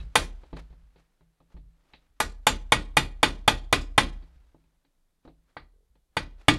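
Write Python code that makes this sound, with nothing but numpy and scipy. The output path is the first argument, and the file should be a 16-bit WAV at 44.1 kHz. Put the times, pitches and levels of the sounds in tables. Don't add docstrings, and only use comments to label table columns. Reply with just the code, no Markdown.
import sys
import numpy as np
from scipy import signal
from scipy.fft import rfft, irfft, next_fast_len
from scipy.io import wavfile
from scipy.ndimage import uniform_filter1d, map_coordinates

SR = 44100
rng = np.random.default_rng(int(sys.argv[2]) if len(sys.argv) > 2 else 0)


def log_audio(samples):
    frames = np.atleast_2d(samples).T
    limited = np.clip(frames, -1, 1)
    pcm = np.round(limited * 32767).astype(np.int16)
    wavfile.write(sys.argv[1], SR, pcm)


def level_to_linear(level):
    exponent = np.asarray(level, float) / 20
    return 10 ** exponent


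N = 290178

# freq_hz, density_db_per_hz
FLOOR_SPECTRUM = [(12, -33), (20, -0.5), (91, -23), (193, -22.5), (228, -27), (2820, -42.5), (3530, -39),
                  (5230, -42.5), (11800, -42.5), (16000, -52)]
FLOOR_DB = -73.5
# freq_hz, t60_s
GARAGE_T60 = [(200, 0.63), (1500, 0.36), (10000, 0.34)]
# freq_hz, level_db
WALL_COLOUR = [(100, 0.0), (3000, 0.0), (6000, -4.0), (10000, -13.0)]
CHATTER_START_S, CHATTER_LENGTH_S, CHATTER_DB, CHATTER_FADE_DB_PER_S = 5.72, 0.1, -60, 210

# peak_s, level_db, rise_db_per_s, fall_db_per_s
RUSTLES = [(0.001, -55.5, 202, 199.5), (0.436, -67.5, 31, 22), (0.571, -51.5, 1300, 1100),
           (.592, -51.5, 1500, 700), (0.996, -66.5, 600, 500), (1.525, -70.5, 497, 400),
           (1.921, -71, 118, 146), (2.084, -79.5, 17.5, 147), (4.17, -68.5, 194.5, 25.5),
           (5.254, -68, 902.5, 500), (5.48, -84, 57, 40), (5.503, -72.5, 500.5, 500),
           (6.415, -58.5, 400, 601.5)]
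# freq_hz, density_db_per_hz
CLOTH_SPECTRUM = [(120, -43), (200, -10), (263, 2), (334, -3), (1170, -6.5), (1540, -7), (4220, -15.5),
                  (12000, -32), (15600, -73.5), (22000, -120)]

# freq_hz, level_db, start_s, rise_s, t60_s
LEG_MODES = [(37.5, 0.5, .035, 0.026, 1.5), (31, -5, 0.03, .015, .5), (61.6, -12.5, .0, 0.08, 1.6),
             (68, -1, .035, .008, 0.44), (85, -1.5, 0, 0.0013, .121)]
SETTLE_S, STILL_S = 0.26, 0.58
# freq_hz, level_db, t60_s
WOBBLE_MODES = [(35, -4.5, 0.7), (50, 3.5, .6), (60.3, -5.5, .5), (108, -10.5, .4), (135, -13, .35)]
# start_s, level_db
LEAN_EVENTS = [(0.001, -34), (0.53, -37), (0.704, -45), (0.829, -52.5), (1.001, -72), (1.21, -63.5),
               (1.402, -65.5), (1.544, -42), (1.629, -51.5), (1.932, -64), (2.099, -63.5), (4.36, -52),
               (4.549, -61), (4.659, -63.5), (5.27, -55.5), (5.9, -63.5), (6.1, -69)]

# start_s, peak_db, bright_db,
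# board_db, tray_db
TOUCH_EVENTS = [(0.001, -48.5, 0.5, 2, -11), (0.434, -46, -16.5, -21.5, -39), (0.529, -36.5, -18, -3, -5.5),
                (0.567, -33.5, -13.5, -41, -34), (0.608, -65, -15, -28, -21),
                (0.704, -57.5, -11.5, 3.5, -18), (0.727, -54, -16, -7, -10),
                (0.959, -52.5, -10.5, -10, -30), (1.208, -57, -17, -3.5, -14), (1.402, -52, -22, -11, -15),
                (1.504, -61.5, -22, -19, -16), (1.544, -57.5, -24, 8.5, -8), (1.566, -52, -10.5, 4.5, -6.5),
                (1.935, -43, -2, -22, -24.5), (4.225, -55.5, -6, -3, -3.5), (4.546, -54, -31.5, -9.5, 0.5),
                (4.639, -69, -8, -9, -10), (4.849, -65, -5, -15, -5), (5.251, -44.5, -23.5, -14, -7.5),
                (5.276, -41, -21.5, -22, -8), (5.954, -60, -12.5, -13.5, -15)]
# freq_hz, level_db, t60_s
BOARD_MODES = [(162, 7, 0.51), (131, -4.5, 0.31)]
# freq_hz, level_db, t60_s
TRAY_MODES = [(272.1, 7.5, 0.2), (320, 2.5, .2)]
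# freq_hz, level_db, t60_s
TIP_MODES = [(1800, -7, 0.061), (2600, 1, .07), (3300, -2.5, 0.052), (3900, 0, .12), (4500, -4, .1)]
SCUFF_T60_S = 0.17

# start_s, peak_db, punch_ping_db, bench_thud_db, leg_sway_db
BLOW_EVENTS = [(0.153, -6, -17.5, -31, -30), (2.2, -13, -15.5, -24.5, -33), (2.466, -6.5, -17, -27.5, -29),
               (2.719, -5, -22, -21.5, -29.5), (2.967, -6, -21, -18.5, -30), (3.228, -4.5, -24, -22, -30.5),
               (3.476, -5, -22, -20, -29), (3.725, -5.5, -21, -21.5, -28), (3.977, -4, -23, -21.5, -28),
               (5.565, -24.5, -51.5, -25, -50.5), (6.166, -12.5, -30, -24, -37),
               (6.481, -4, -23.5, -14.5, -33)]
# freq_hz, level_db, t60_s
HOUSING_MODES = [(470, -8, .07), (610, -14, .07), (865, 3, .07), (1090, -8, .07), (1235, -5, .06),
                 (1548, -4, .07), (1700, -6, .06), (1975, -3, .07), (2245, -2, .07), (2450, -4, .07),
                 (2860, -8, .07), (3219, -4, .07), (3520, -2, .08), (3630, -4, .07), (3830, -11, .07),
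                 (4460, -13, .07), (4650, -14, .08)]
# freq_hz, level_db, t60_s
SHEET_MODES = [(1055, -4, .16), (1211, 0, .2), (1458, -4, .2), (1916, -3, .2), (2223, -7, .18),
               (2390, -6, .19), (2444, -6, .2), (2567, -6, .18), (2675, -8, .18), (2863, -4, .18),
               (3219, -8, .18), (3267, -8, .18), (3434, -9, .18), (3531, -3, .19), (3617, -8, .18),
               (4037, -10, .2), (4360, -13, .18), (4468, -13, .18), (4600, -13, .18), (4700, -14, .17),
               (4914, -15, .15)]
# freq_hz, level_db, t60_s
PUNCH_MODES = [(5857, -4, .13), (6066, -6, .13), (6637, -7, .13), (6869, -3, .13), (7358, -5, .13),
               (8177, 0, .08), (8344, -2, .1), (9356, -4, .12), (9480, -6, .11), (9650, -4, .12),
               (9862, -6, .12), (10200, -10, .12), (11290, -7, .11)]
# freq_hz, level_db, t60_s
BENCH_MODES = [(110.67, -4, 0.36), (139.7, -2, 0.28), (149, -3, 0.22), (290, -2.5, 0.3), (308, -2.5, 0.27),
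               (397, -7, 0.093)]
# freq_hz, density_db_per_hz
CLATTER_SPECTRUM = [(50, -37.5), (80, -4.5), (210, -6.5), (750, -9), (900, -7), (1900, -8), (2400, -9),
                    (3600, -11), (5300, -14), (9600, -19), (11500, -29), (12300, -42), (16000, -56.5)]
# freq_hz, t60_s
CLATTER_T60 = [(100, 0.66), (300, 0.33), (800, 0.19), (2000, 0.16), (5000, 0.16), (11000, 0.043),
               (13000, 0.087)]
# freq_hz, t60_s
RATTLE_T60 = [(300, 0.56), (1000, 0.16), (4000, 0.33), (7000, .33), (10000, 0.29), (12500, .26),
              (16000, .2)]
# freq_hz, level_db
RATTLE_COLOUR = [(4500, -2.0), (6500, -2.5), (11000, -0.47), (12500, 11.5), (15500, 15.5)]
# freq_hz, level_db
SOFT_COLOUR = [(1000, -2), (1600, 2.5), (2200, 0.7), (2600, -7), (3600, -10), (4200, 1.5), (6000, -0.5)]
# freq_hz, slope_db_per_db
HARDNESS_SLOPE = [(4000, 0.0093), (6000, 0.86)]
# freq_hz, t60_s; freq_hz, level_db
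CRACK_T60 = [(9000, 0.064), (12500, 0.064), (15000, .09)]
CRACK_COLOUR = [(9000, -31.5), (12000, 0.5), (15000, -6.0), (16300, -28.5)]
# freq_hz, level_db
TICK_COLOUR = [(1500, -20.5), (4000, -1), (11500, -.5), (12500, -14), (16000, -19.5)]
CLACK_DB, CLACK_PER_PING, CRACK_DB, CRACK_PER_PING = -1.5, .22, -7.5, 1.4
BAND_SCATTER_DB = 4
PING_TOP_DB = -20.5
FULL_DB, SOFT_RANGE_DB = -7, 19


def unit(x):
    return x / np.sqrt(np.mean(x ** 2) + 1e-20)


def along(points, hz):
    f, v = np.transpose(points)
    return np.interp(np.log(hz + 1), np.log(f + 1), v)


def coloured(spectrum):
    m = next_fast_len(N)
    gain = level_to_linear(along(spectrum, np.fft.rfftfreq(m, 1 / SR)))
    return unit(irfft(rfft(rng.standard_normal(m)) * gain, m)[:N])


def dying(t60s, colour_db, size):
    hz, t, z = signal.stft(rng.standard_normal(size), SR, nperseg=256)
    start = level_to_linear(colour_db(hz))[:, None]
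    fade = level_to_linear(-60 * t / along(t60s, hz)[:, None])
    shaped = z * start * fade / np.sqrt(np.mean(start ** 2))
    return signal.istft(shaped, SR, nperseg=256)[1][:size]


def ringing(modes, t, scatter_db, blur, stretch=1):
    hold = 50
    hz, db, t60 = np.transpose(modes)[:, :, None]
    strength, detune = rng.standard_normal((2, len(modes), 1))
    steps = rng.standard_normal((2, len(modes), len(t) // hold + 1))
    steps = steps * np.sqrt(2 * np.pi * blur * hz / SR / hold)
    walk = np.cumsum(steps, axis=2) * hold
    size = np.repeat(np.cos(walk[1] - walk[1][:, :1]), hold, axis=1)[:, :len(t)]
    size = uniform_filter1d(size, size=hold, axis=1)
    turn = np.repeat(steps[0], hold, axis=1)[:, :len(t)] + 2 * np.pi * hz * (1 + .004 * detune) / SR
    decay = level_to_linear(db + scatter_db * strength) * np.exp(-np.log(1000) * t / (t60 * stretch))
    return np.sum(decay * size * np.sin(np.cumsum(turn, axis=1)), axis=0)


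def add(track, s, sound):
    track[round(s * SR):][:len(sound)] += sound


def room_floor():
    return level_to_linear(FLOOR_DB) * coloured(FLOOR_SPECTRUM)


def garage(x):
    tail = dying(GARAGE_T60, lambda hz: along(WALL_COLOUR, hz), size=SR // 2)
    delayed = np.pad(x, (500, 0))
    return signal.fftconvolve(delayed, tail / np.linalg.norm(tail))[:N]


def loose_panel():
    t = np.arange(SR // 20) / SR
    knocks = np.zeros(N)
    knocks[np.cumsum(rng.normal(SR / 44, 60, size=280)).astype(int)] = 1
    since = np.arange(N) / SR - CHATTER_START_S
    fade_db = CHATTER_FADE_DB_PER_S * np.maximum(since - CHATTER_LENGTH_S, 0)
    level = level_to_linear(CHATTER_DB - fade_db) * np.clip(since / .02, 0, 1)
    resonance = np.sin(2 * np.pi * 430 * t) * t / 0.0059 * np.exp(1 - t / 0.0026)
    return level * signal.fftconvolve(knocks, resonance)[:N]


def sleeve():
    t = np.arange(N) / SR
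    level = np.zeros(N)
    for s, db, rise, fall in RUSTLES:
        level += level_to_linear(db - np.maximum(rise * (s - t), fall * (t - s)))
    for s, db, *_ in BLOW_EVENTS:
        level += level_to_linear(db - 66) * np.exp(-((t - s + .015) / .03) ** 2)
    grain = map_coordinates(rng.standard_normal(N // 300 + 4), [np.arange(N) / 300])
    return level * unit(level_to_linear(1.5 * grain) * coloured(CLOTH_SPECTRUM))


def bench_sway():
    track, t = np.zeros(N + SR), np.arange(SR * 3 // 4) / SR
    hz, db, start, rise, t60 = np.transpose(LEG_MODES)[:, :, None]
    late = np.maximum(t - start, 0)
    modes = level_to_linear(db - 60 * late / t60) * (1 - np.exp(-late / np.abs(rise))) * np.sin(2 * np.pi * hz * late)
    rock = modes[:2].sum(axis=0) / (1 + (t / SETTLE_S) ** 10)
    rock += modes[2:].sum(axis=0) / (1 + (t / STILL_S) ** 10)
    next_s = [row[0] for row in BLOW_EVENTS[1:]] + [np.inf]
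    for (s, _, _, _, sway_db), following in zip(BLOW_EVENTS, next_s):
        end = min(following - s, t[-1] - .01)
        add(track, s, level_to_linear(sway_db) * rock * np.clip(.5 + (end - t) / .02, 0, 1))
    for s, db in LEAN_EVENTS:
        wobble = ringing(WOBBLE_MODES, t, scatter_db=1.5, blur=0.018)
        add(track, s, level_to_linear(db) * wobble * (1 - np.exp(-t / 0.0046)))
    return track[:N]


def touches():
    track, t = np.zeros(N + SR), np.arange(SR // 3) / SR
    scuff_t60 = [(250, 0.59 * SCUFF_T60_S), (600, 0.87 * SCUFF_T60_S),
                 (1200, 0.23 * SCUFF_T60_S), (3000, SCUFF_T60_S)]
    for s, db, bright_db, board_db, tray_db in TOUCH_EVENTS:
        tilt = [(120, -10.5), (300, 1), (500, -2.0), (850, -5.5), (1200, -10.0),
                (1800, bright_db + 1.5), (3000, bright_db - 7.0), (4400, bright_db - 6.5),
                (5100, bright_db - 21), (14000, -80.0)]
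        scuff = level_to_linear(-1.5) * dying(scuff_t60, lambda hz: along(tilt, hz), size=len(t))
        knock = level_to_linear(-7.5) * ringing(HOUSING_MODES[1:5], t, scatter_db=1.5, blur=0.0051, stretch=1.2)
        clink = level_to_linear(bright_db - 6.5) * ringing(TIP_MODES, t, scatter_db=6.0, blur=0.0024)
        board = level_to_linear(board_db) * ringing(BOARD_MODES, t, scatter_db=-1, blur=0.0065)
        tray = level_to_linear(tray_db) * ringing(TRAY_MODES, t, scatter_db=0.0, blur=.014)
        onset = 1 - np.exp(-t / 0.00044)
        add(track, s, level_to_linear(db - 5) * (scuff + knock + clink + board + tray) * onset)
    return track[:N]


def hammer():
    track, t = np.zeros(N + SR), np.arange(SR // 3) / SR
    size = len(t)
    late = np.maximum(t - .0015, 0)
    flex = -np.cos(2 * np.pi * 900 * (t - .0015)) * np.exp(-((t - .0014) / .0006) ** 2)
    chirp = np.sin(2 * np.pi * 9450 * late) * np.exp(-((late - .0011) / .0009) ** 2)
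    spread = 1 - np.exp(-(t / .0018) ** 2)
    late_drop = level_to_linear(-8 / (1 + np.exp(-(t - .13) / 0.028)))
    fade_out = np.minimum((t[-1] - t) / .08, 1)
    for s, db, ping_db, thud_db, _ in BLOW_EVENTS:
        clack_db = CLACK_DB + CLACK_PER_PING * ping_db
        crack_db = CRACK_DB + CRACK_PER_PING * ping_db
        soft = np.clip((FULL_DB - db) / SOFT_RANGE_DB, 0, 1)
        excess_db = ping_db - clack_db + 10.5

        def shaded(modes):
            return [(hz, level + soft * along(SOFT_COLOUR, hz), t60) for hz, level, t60 in modes]

        def clatter_db(hz):
            colour = along(CLATTER_SPECTRUM, hz) + soft * along(SOFT_COLOUR, hz)
            return colour + excess_db * along(HARDNESS_SLOPE, hz)

        def rattle_db(hz):
            uneven = BAND_SCATTER_DB * rng.standard_normal(len(hz))
            return clatter_db(hz) + along(RATTLE_COLOUR, hz) + uneven

        housing = level_to_linear(clack_db - 1) * ringing(shaded(HOUSING_MODES), t, scatter_db=2.5, blur=.004)
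        sheet = level_to_linear(clack_db - 12) * ringing(shaded(SHEET_MODES), t, scatter_db=3, blur=.0055)
        loose = level_to_linear(clack_db - 8) * dying(CLATTER_T60, clatter_db, size)
        rattle = level_to_linear(clack_db - 19) * dying(RATTLE_T60, rattle_db, size)
        shake = level_to_linear(3 * map_coordinates(rng.standard_normal(60), [t * 90]))
        crack = level_to_linear(crack_db + 2.5) * dying(CRACK_T60, lambda hz: along(CRACK_COLOUR, hz), size)
        tick = level_to_linear(ping_db + 3.0) * dying([(5000, 0.019)], lambda hz: along(TICK_COLOUR, hz), size)
        ping = level_to_linear(min(ping_db, PING_TOP_DB) + 8) * chirp
        steel = level_to_linear(ping_db - 4) * ringing(PUNCH_MODES, late, scatter_db=4, blur=.0025, stretch=1.05)
        thud = level_to_linear(thud_db) * ringing(BENCH_MODES, t, scatter_db=2.0, blur=.03)
        thud = thud * (1 - np.exp(-t / 0.0015))
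        body = tick + spread * late_drop * (housing + sheet + loose + shake * rattle + steel)
        add(track, s + .0015, level_to_linear(db) * (flex + crack + ping + body + thud) * fade_out)
    return track[:N]


def scene():
    work = hammer() + touches()
    background = room_floor() + loose_panel() + sleeve() + bench_sway()
    return (work + level_to_linear(-29.0) * garage(work) + background)[None]


def top_cut(x):
    return signal.sosfilt(signal.butter(12, 16710, fs=SR, output="sos"), x)


def record(dry):
    limited = dry / (1 + np.abs(dry / .97) ** 8) ** (1 / 8)
    low_pass = signal.ellip(8, .5, 60, 16000, fs=SR, output="sos")
    mix = signal.sosfilt(low_pass, limited)
    return top_cut(mix)


dry = scene()
out = record(dry)
log_audio(out)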